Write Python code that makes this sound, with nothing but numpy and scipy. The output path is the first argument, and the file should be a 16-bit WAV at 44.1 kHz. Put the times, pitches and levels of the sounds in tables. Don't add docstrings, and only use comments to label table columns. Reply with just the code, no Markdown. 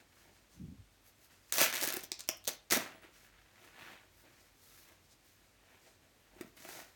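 import sys
import numpy as np
from scipy import signal
from scipy.fft import rfft, irfft, next_fast_len
from scipy.io import wavfile
from scipy.ndimage import uniform_filter1d

SR = 44100
rng = np.random.default_rng(int(sys.argv[2]) if len(sys.argv) > 2 else 0)


def put_to_file(sound):
    columns = np.atleast_2d(sound).T
    safe = np.clip(columns, -1, 1)
    whole_steps = np.round(safe * 32767)
    wavfile.write(sys.argv[1], SR, whole_steps.astype(np.int16))


N = 306495

# (time [s], thread peak [dB], brightness [dB], panel crack re thread [dB])
THREAD_SNAPS = [(1.5246, -15.5, -4, -11.5), (1.5404, -22, 2, -28), (1.5842, -19, -4, -5.5),
                (1.6159, -16, 8, -3), (1.7276, -29, -14, 2), (1.7391, -35, 2, 9.5), (1.7449, -34.5, 3, 8),
                (1.7546, -25, 0, -15), (1.7623, -38, 1, -8), (1.769, -30, -11, -2), (1.8071, -36, 0, -10),
                (1.8156, -27, -4, -14), (1.8243, -27, 0, -19), (1.8284, -23, 0, -5), (1.8342, -20, 4, -11),
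                (1.839, -24.5, 9, 0.5), (1.8446, -27, 2, -7), (1.85, -30, 7, -8), (1.8573, -27, 3, -6),
                (1.8752, -18, 4, -11), (1.8882, -24, -2, -9), (1.9041, -24.5, 0, -8.5),
                (1.9257, -23.5, 17, -7), (1.9406, -21, 21, -9), (1.9656, -27, 18, -21),
                (1.969, -25.5, 5, -4.5), (1.9923, -39, 2, -10), (2.0083, -38, -4, -18),
                (2.0305, -42, -2, -23), (2.0359, -33.5, -1, -14), (2.0424, -33, -2, -18),
                (2.1188, -20.5, -9, -11.5), (2.192, -39, -16, -18), (2.195, -33, -4, -11),
                (2.1995, -41, -11, -10), (2.2058, -31.5, -9, -21), (2.2083, -32, -14, -17),
                (2.239, -46, -5, -6), (2.2782, -39, 0, -24), (2.2826, -44, 3, -3), (2.2898, -14, -7, -23.5),
                (2.3692, -47, 5, -17), (2.373, -41.5, 9, -21), (2.442, -41, 3, -16), (2.4502, -40, -4, -14),
                (2.4545, -37, -6, -13), (2.4721, -33, -9, -21), (2.4765, -18, -5, -35),
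                (2.4784, -20, -1, -18), (2.4828, -18.5, 1, -25), (2.488, -29, -7, -7),
                (2.4915, -25, -1, -14), (2.5391, -44, 8, -14), (2.7031, -34.5, -9, -4),
                (2.7072, -31, -6, -15), (2.709, -20, -10, -24), (2.712, -19.5, -4, -3),
                (2.7212, -14.5, -3, -30), (2.7252, -17.5, -5, -6), (2.7346, -25, 9, 0),
                (2.7488, -22, 9, -11), (6.4112, -44, 5, 1.5), (6.6026, -47, -6, -16), (6.65, -51, 0, 10.5),
                (6.6895, -51.5, 0, 10), (6.793, -58, 0, 8)]
# (start [s], length [s], mid-range peak [dB])
FRAYING_SPANS = [(1.73, 0.076, -41), (1.805, 0.095, -31), (1.9, .08, -37), (2.028, 0.018, -42.5)]
FRAY_PER_S, FRAY_RANGE_DB = 70, 9
FRAY_BRIGHT_DB, FRAY_CRACK_DB = -1, -11.5
# (time [s], threads [dB], panel [dB], padding [dB])
RIP_CURVES = [
    [(1.523, -56, -63, -66), (1.54, -38, -43.5, -64), (1.575, -35, -44, -54), (1.59, -35, -32, -49),
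     (1.62, -30, -32.5, -33.5), (1.645, -34.5, -29, -51), (1.68, -45.5, -41.5, -53), (1.72, -53, -46, -63)],
    [(1.725, -48, -50, -57), (1.765, -56, -37.5, -54), (1.8, -53, -44, -65), (1.83, -46, -43, -44),
     (1.86, -56, -51, -56), (1.88, -41.5, -43.5, -55.5), (1.92, -62, -50, -56.5), (1.97, -53, -47.5, -57),
     (2.02, -63, -64, -63), (2.06, -52, -62, -61)],
    [(2.474, -49.5, -44, -44), (2.505, -50.5, -54.5, -54.5), (2.54, -54.5, -72, -65),
     (2.575, -74, -82, -78)],
    [(2.707, -54, -56, -55), (2.718, -48, -37, -42), (2.73, -32, -34, -38.5), (2.755, -38, -38.5, -49),
     (2.775, -38.5, -41, -34), (2.79, -59, -41, -54), (2.82, -53.5, -62, -50)],
]
# (time [s], low mode [dB], tautness [pitch factor], high mode re low [dB], crinkle re low [dB])
PANEL_JOLTS = [(1.524, -43, 1, -12, 5), (1.583, -35.5, 0.97, 10, 1), (1.6142, -23.5, 0.88, 7.5, -5),
               (1.847, -37.5, 1.06, -1, -6), (1.876, -32, 0.93, -19, -7), (1.941, -34, 1.03, -17, -12),
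               (1.97, -30, 1.04, -12, -20), (2.036, -46.5, 1, -13, -10), (2.118, -39, 1.02, -8, -21),
               (2.29, -32.5, 0.98, 8.5, -4), (2.477, -38.5, 0.91, 12.5, -15), (2.712, -35.5, 0.93, 6, 1),
               (2.722, -24.5, 0.9, 2.5, 3.5), (2.769, -26.5, 0.74, -12, -18), (3.043, -48, 0.94, -13, -14),
               (3.645, -54, 1.02, 6, 1), (4.887, -64, 0.95, 0, 10.5), (4.92, -67, 1, 4, 9),
               (6.365, -48.5, 1.07, -18, -15), (6.4096, -30, 0.95, -17, -9.5), (6.446, -42, 0.66, -11, -24),
               (6.568, -58, 0.85, 1, 1), (6.603, -49.5, 0.82, -12, -5), (6.651, -42, 1.02, 5.5, -7),
               (6.689, -42, 1.08, 6, -2), (6.79, -48, 1.08, 13, -4)]
# (frequency [Hz], t60 [s])
PANEL_MODES = [(350, 0.03), (635, 0.015)]
# (peak [s], rise [s], fall [s], fingers sliding [dB], sheen re sliding [dB],
#              cloth dragging [dB], padding shifting [dB])
HAND_STROKES = [(0.0, .01, 0.036, -69, -14, -63, -61), (.212, 0.15, 0.12, -71, -3, -68.5, -79),
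                (.284, 0.069, .05, -80, -5, -76, -63), (.354, 0.067, 0.13, -72.5, -9, -73, -77),
                (.538, .05, 0.068, -68, -6, -71.5, -78), (.93, .025, 0.063, -78, 0, -78, -75),
                (1.08, .06, 0.048, -70.5, 6, -71.5, -75), (1.25, 0.09, .04, -70.5, 4, -73.5, -79),
                (1.31, .015, .12, -69.5, -4, -68.5, -74), (1.43, .05, 0.12, -75, -4, -76, -82),
                (1.501, 0.044, 0.02, -66, -2, -67, -94), (2.8, 0.0088, 0.094, -51, -7, -45, -48),
                (2.93, 0.077, 0.077, -75, -4, -59.5, -61), (3.034, 0.025, 0.082, -73, -4, -59, -62),
                (3.16, 0.057, 0.13, -68.5, -4, -64.5, -85), (3.26, .1, 0.043, -69.5, 0, -69, -75),
                (3.4, 0.17, .2, -81, -8, -67, -82), (3.65, .17, 0.2, -70, -4, -62.5, -68),
                (3.81, 0.082, 0.16, -67.5, -2, -54.5, -63), (3.91, .12, 0.1, -68.5, -4, -55, -64.5),
                (4.03, .06, 0.077, -76, -5, -69.5, -70), (4.21, 0.12, .05, -72.5, 5, -72, -77),
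                (4.25, 0.039, 0.21, -78, -1, -68, -68.5), (4.45, 0.26, 0.074, -71.5, -3, -72.5, -76),
                (4.66, 0.11, .15, -69, 0, -76, -77.5), (4.8, 0.25, 0.13, -66.5, 3, -68, -77),
                (4.9, 0.1, 0.13, -74, 0, -68.5, -73), (5.05, .05, 0.06, -73, -7, -86, -76),
                (5.125, 0.041, 0.027, -64.5, -15, -73, -79), (5.27, 0.071, 0.21, -73.5, 2, -76.5, -90),
                (5.45, 0.11, 0.13, -77.5, -5, -75.5, -78), (5.75, 0.21, .09, -76, -3, -67.5, -72),
                (5.86, 0.081, .13, -68.5, -10, -69, -70.5), (6.04, .04, 0.074, -77, -19, -76, -72),
                (6.25, 0.28, 0.14, -82, 2, -76, -76), (6.395, 0.094, 0.042, -74, 0, -65, -62),
                (6.43, 0.011, 0.024, -76, -5, -66, -56.5), (6.47, .03, 0.059, -73, 4, -76, -79),
                (6.569, 0.0044, .04, -65, 1, -61, -70), (6.62, 0.055, 0.072, -60.5, -1, -63.5, -72),
                (6.73, 0.11, 0.15, -54, -2.5, -54.5, -56.5), (6.81, 0.062, 0.034, -61, 0, -61, -59.5),
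                (6.93, .06, 0.07, -77, -0.5, -76, -89)]
EDGE_DB, ROUNDNESS = -15.5, 1.41
# (time [s], level [dB])
FITTING_TINKS = [(2.955, -64), (3.02, -63)]
# (frequency [Hz], level [dB], t60 [s])
FITTING_MODES = [(10030, 0, 0.085), (15700, 0, .06)]
# (peak [s], rise [s], fall [s], level [dB])
BUMP_SWELLS = [(.62, 0.045, 0.14, -46), (.675, 0.11, 0.065, -50.5), (.8, 0.045, .05, -57.5)]
# (frequency [Hz], density [dB per Hz])
BUMP_SPECTRA = [
    [(90, -15), (150, 4.5), (290, -0.5), (340, -15), (900, -48)],
    [(30, -17), (50, 7), (110, 7), (170, -25), (400, -58)],
]

# (frequency [Hz], density [dB per Hz])
THREAD_SPECTRUM = [(1800, -14), (2800, -8.5), (4000, -2), (6000, 1), (8000, -0.5), (10500, 0.5),
                   (14000, -3.5), (17500, -2)]
# (frequency [Hz], density [dB per Hz])
TEAR_SPECTRUM = [(2500, -11.5), (4000, -8), (6000, 2), (8000, -9.5), (10500, -1.5), (14000, -8),
                 (17500, -0.5)]
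# (frequency [Hz], density [dB per Hz])
PANEL_SPECTRUM = [(200, -38), (600, -4.5), (1000, -8.5), (1700, 1), (2500, 0), (3500, -5), (6000, -10.5)]
# (frequency [Hz], density [dB per Hz])
PADDING_SPECTRUM = [(70, -30), (130, -6), (250, -1.5), (350, 1.5), (450, -4), (630, 0.5), (900, -5.5),
                    (1400, -31)]
# (frequency [Hz], density [dB per Hz])
CRINKLE_SPECTRUM = [(400, -30), (800, -4), (1800, 7.5), (3000, -9), (5000, -6)]
# (frequency [Hz], density [dB per Hz])
SLIDE_SPECTRUM = [(1500, -26), (4000, 5), (6500, 6.5), (10000, -1), (12500, -6)]
# (frequency [Hz], density [dB per Hz])
SHEEN_SPECTRUM = [(8000, -20.5), (11000, -2), (14000, -9), (17500, -3)]
# (frequency [Hz], density [dB per Hz])
DRAG_SPECTRUM = [(500, -3), (900, -2), (1800, 4.5), (2600, 0.5), (4000, -6.5), (7000, -31)]
# (frequency [Hz], gain [dB])
NO_BASS_GAIN = [(40, -25), (95, -0.5)]

# (delay [s], level [dB])
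ROOM_ECHOES = [(.0066, -10), (0.0114, -16.5), (0.0224, -19)]
# (frequency [Hz], t60 [s])
ROOM_T60 = [(200, 0.44), (600, 0.35), (1500, 0.34), (4000, 0.31), (10000, 0.16), (16000, 0.18)]
# (frequency [Hz], gain [dB])
WALL_GAIN = [(300, -8.5), (1000, 1.5), (6500, -1), (8000, -3.5), (16000, -4)]
ROOM_DB = -7.5
# (frequency [Hz], density [dB per Hz])
HISS_SPECTRUM = [(34, -18), (46, 8.5), (60, -5.5), (78, -4), (90, 4), (105, -2.5), (180, -10), (270, -7.5),
                 (430, -11), (1080, -15.5), (2300, -15.5), (6000, -20.5), (10300, -23.5), (17000, -28.5)]
HISS_DB = -68
# (frequency [Hz], gain [dB])
MIC_GAIN = [(9700, 0), (10600, -7), (11500, 0)]
BASS_CUT_HZ, EDGE_HZ = 38, 17250


def snaps():
    rows = THREAD_SNAPS + frayed()
    out, t = np.zeros(N), np.arange(-120, 400) / SR
    shape = np.where(t < 0, np.exp(t / 0.0003), np.exp(-t / 0.00045))
    noises = rng.standard_normal((len(rows), 2, len(t)))
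    for (s, db, bright_db, crack_db), (thread_noise, crack_noise) in zip(rows, noises):
        tilt = [(6000, -bright_db * 0.6), (12000, bright_db * 0.6)]
        spike = 3.3 * np.sign(thread_noise) * (t == 0)
        thread = colour(colour(thread_noise * shape + spike, THREAD_SPECTRUM), tilt)
        crack = colour(crack_noise * shape ** 0.34 + spike, PANEL_SPECTRUM)
        add(out, s + t[0], amp(db) * (unit_peak(thread) + amp(crack_db) * unit_peak(crack)))
    return out


def frayed():
    rows = []
    for start_s, length_s, mid_db in FRAYING_SPANS:
        count = int(FRAY_PER_S * length_s) + 1
        for when, level, bright, crack in rng.random((count, 4)):
            rows.append((start_s + length_s * when,
                         mid_db + FRAY_RANGE_DB * (2 * level - 1),
                         FRAY_BRIGHT_DB + 12 * (bright - 0.5),
                         FRAY_CRACK_DB + 12 * (crack - 0.5)))
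    return rows


def rips():
    out = np.zeros(N)
    for rows in RIP_CURVES:
        s, (thread_db, panel_db, padding_db) = columns(rows)
        per_s = 3500 * amp(0.3 * (thread_db + 49.5))
        breaks = grains(per_s, spread_db=2.0, grain_s=0.00029)
        slack = grains(0.4 * per_s, spread_db=7.0, grain_s=0.0026)
        sound = amp(thread_db) * evened(colour(breaks, TEAR_SPECTRUM))
        sound += amp(panel_db) * evened(colour(breaks, PANEL_SPECTRUM))
        sound += amp(padding_db) * evened(colour(slack, PADDING_SPECTRUM))
        add(out, s, sound * signal.windows.tukey(len(sound), 0.04))
    return out


def jolts():
    out, t = np.zeros(N), np.arange(4000) / SR
    (low_hz, low_t60_s), (high_hz, high_t60_s) = PANEL_MODES
    soft_start = 1 - np.exp(-t / 0.00077)
    noises = rng.standard_normal((len(PANEL_JOLTS), len(t)))
    for (s, db, taut, high_db, crinkle_db), noise in zip(PANEL_JOLTS, noises):
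        ring = amp(-60 * t / low_t60_s) * np.sin(2 * np.pi * low_hz * taut * t)
        ring += amp(high_db - 60 * t / high_t60_s) * np.sin(2 * np.pi * high_hz * taut * t)
        ring += amp(crinkle_db - 60 * t / 0.034) * evened(colour(noise, CRINKLE_SPECTRUM))
        add(out, s, amp(db) * soft_start * ring)
    return out


def handling():
    frames_s = np.arange(0, N + 64, 64) / SR
    power = np.zeros((4, len(frames_s)))
    for s, rise_s, fall_s, slide_db, sheen_db, drag_db, padding_db in HAND_STROKES:
        peaks_db = [slide_db, slide_db + sheen_db, drag_db, padding_db]
        power += amp(np.add.outer(peaks_db, swell(frames_s, s, rise_s, fall_s))) ** 2
    gains = [np.interp(np.arange(N) / SR, frames_s, np.sqrt(p)) for p in power]
    steady = np.ones(N)
    rub = grains(7000 * steady, spread_db=-4.0, grain_s=0.0013)
    scuff = grains(1000 * steady, spread_db=3.0, grain_s=0.0019)
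    shift = grains(600 * steady, spread_db=-0.5, grain_s=0.006)
    layers = [colour(rub, SLIDE_SPECTRUM), colour(rub, SHEEN_SPECTRUM),
              colour(scuff, DRAG_SPECTRUM), colour(shift, PADDING_SPECTRUM)]
    return sum(gain * evened(layer) for gain, layer in zip(gains, layers))


def tinks():
    out, t = np.zeros(N), np.arange(6000) / SR
    ring = sum(amp(db - 60 * t / t60_s) * np.sin(2 * np.pi * hz * t) for hz, db, t60_s in FITTING_MODES)
    for s, db in FITTING_TINKS:
        add(out, s, amp(db) * ring)
    return out


def bump():
    out, t = np.zeros(N), np.arange(N) / SR
    upper, deep = BUMP_SPECTRA
    for (s, rise_s, fall_s, db), band in zip(BUMP_SWELLS, [upper, deep, deep]):
        noise = evened(colour(rng.standard_normal(N), band))
        out += amp(db + swell(t, s, rise_s, fall_s)) * noise
    return out


def room(x):
    hz, t, z = signal.stft(rng.standard_normal(SR // 2), SR, nperseg=256)
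    decay = amp(-60 * t / read(ROOM_T60, hz)[:, None])
    tail = signal.istft(z * decay, SR, nperseg=256)[1]
    tail = tail * np.clip((np.arange(len(tail)) / SR - 0.0015) / 0.0031, 0, 1)
    tail = amp(ROOM_DB) * tail / np.linalg.norm(tail)
    smear = rng.standard_normal((len(ROOM_ECHOES), 130)) * np.hanning(130)
    for (s, db), patch in zip(ROOM_ECHOES, smear):
        add(tail, s - 0.001, amp(db) * patch / np.linalg.norm(patch))
    return signal.fftconvolve(colour(x, WALL_GAIN), tail)[:N]


def hiss():
    return amp(HISS_DB) * evened(colour(rng.standard_normal(N), HISS_SPECTRUM))


def grains(per_s, spread_db, grain_s):
    size = amp(spread_db * np.minimum(rng.exponential(1, len(per_s)), 4))
    starts = size * (rng.random(len(per_s)) < per_s / SR)
    burst = np.exp(-np.arange(600) / (SR * grain_s))
    x = rng.standard_normal(len(per_s)) * signal.oaconvolve(starts, burst)[:len(per_s)]
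    return x / np.sqrt(per_s / per_s.mean())


def swell(t, s, rise_s, fall_s):
    return EDGE_DB * np.where(t < s, (s - t) / rise_s, (t - s) / fall_s) ** ROUNDNESS


def amp(db):
    return 10 ** (np.asarray(db, float) / 20)


def evened(x):
    return x / np.sqrt(np.mean(x ** 2) + 1e-20)


def unit_peak(x):
    return x / np.sqrt(2 * uniform_filter1d(x ** 2, size=22).max())


def read(points, hz):
    f, value = np.transpose(points)
    return np.interp(np.log(hz + 1), np.log(f + 1), value)


def colour(x, points):
    size = next_fast_len(len(x) + 4096)
    gain = amp(read(points, np.fft.rfftfreq(size, 1 / SR)))
    return irfft(rfft(x, size) * gain, size)[:len(x)]


def columns(rows):
    s, *values = np.transpose(rows)
    t = np.arange(s[0], s[-1], 1 / SR)
    return s[0], [np.interp(t, s, v) for v in values]


def add(mix, s, sound):
    part = mix[round(s * SR):][:len(sound)]
    part += sound[:len(part)]


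def scene():
    close = colour(snaps() + rips() + jolts() + handling() + tinks(), NO_BASS_GAIN)
    return (close + room(close) + bump() + hiss())[None]


def record(dry):
    bass_cut = signal.butter(6, BASS_CUT_HZ, "high", fs=SR, output="sos")
    thin = signal.sosfilt(bass_cut, colour(dry[0], MIC_GAIN))[None]
    band_limit = signal.firwin(301, EDGE_HZ, window=("kaiser", 6), fs=SR)[None]
    return signal.oaconvolve(thin, band_limit, "same")


dry = scene()
out = record(dry)
put_to_file(out)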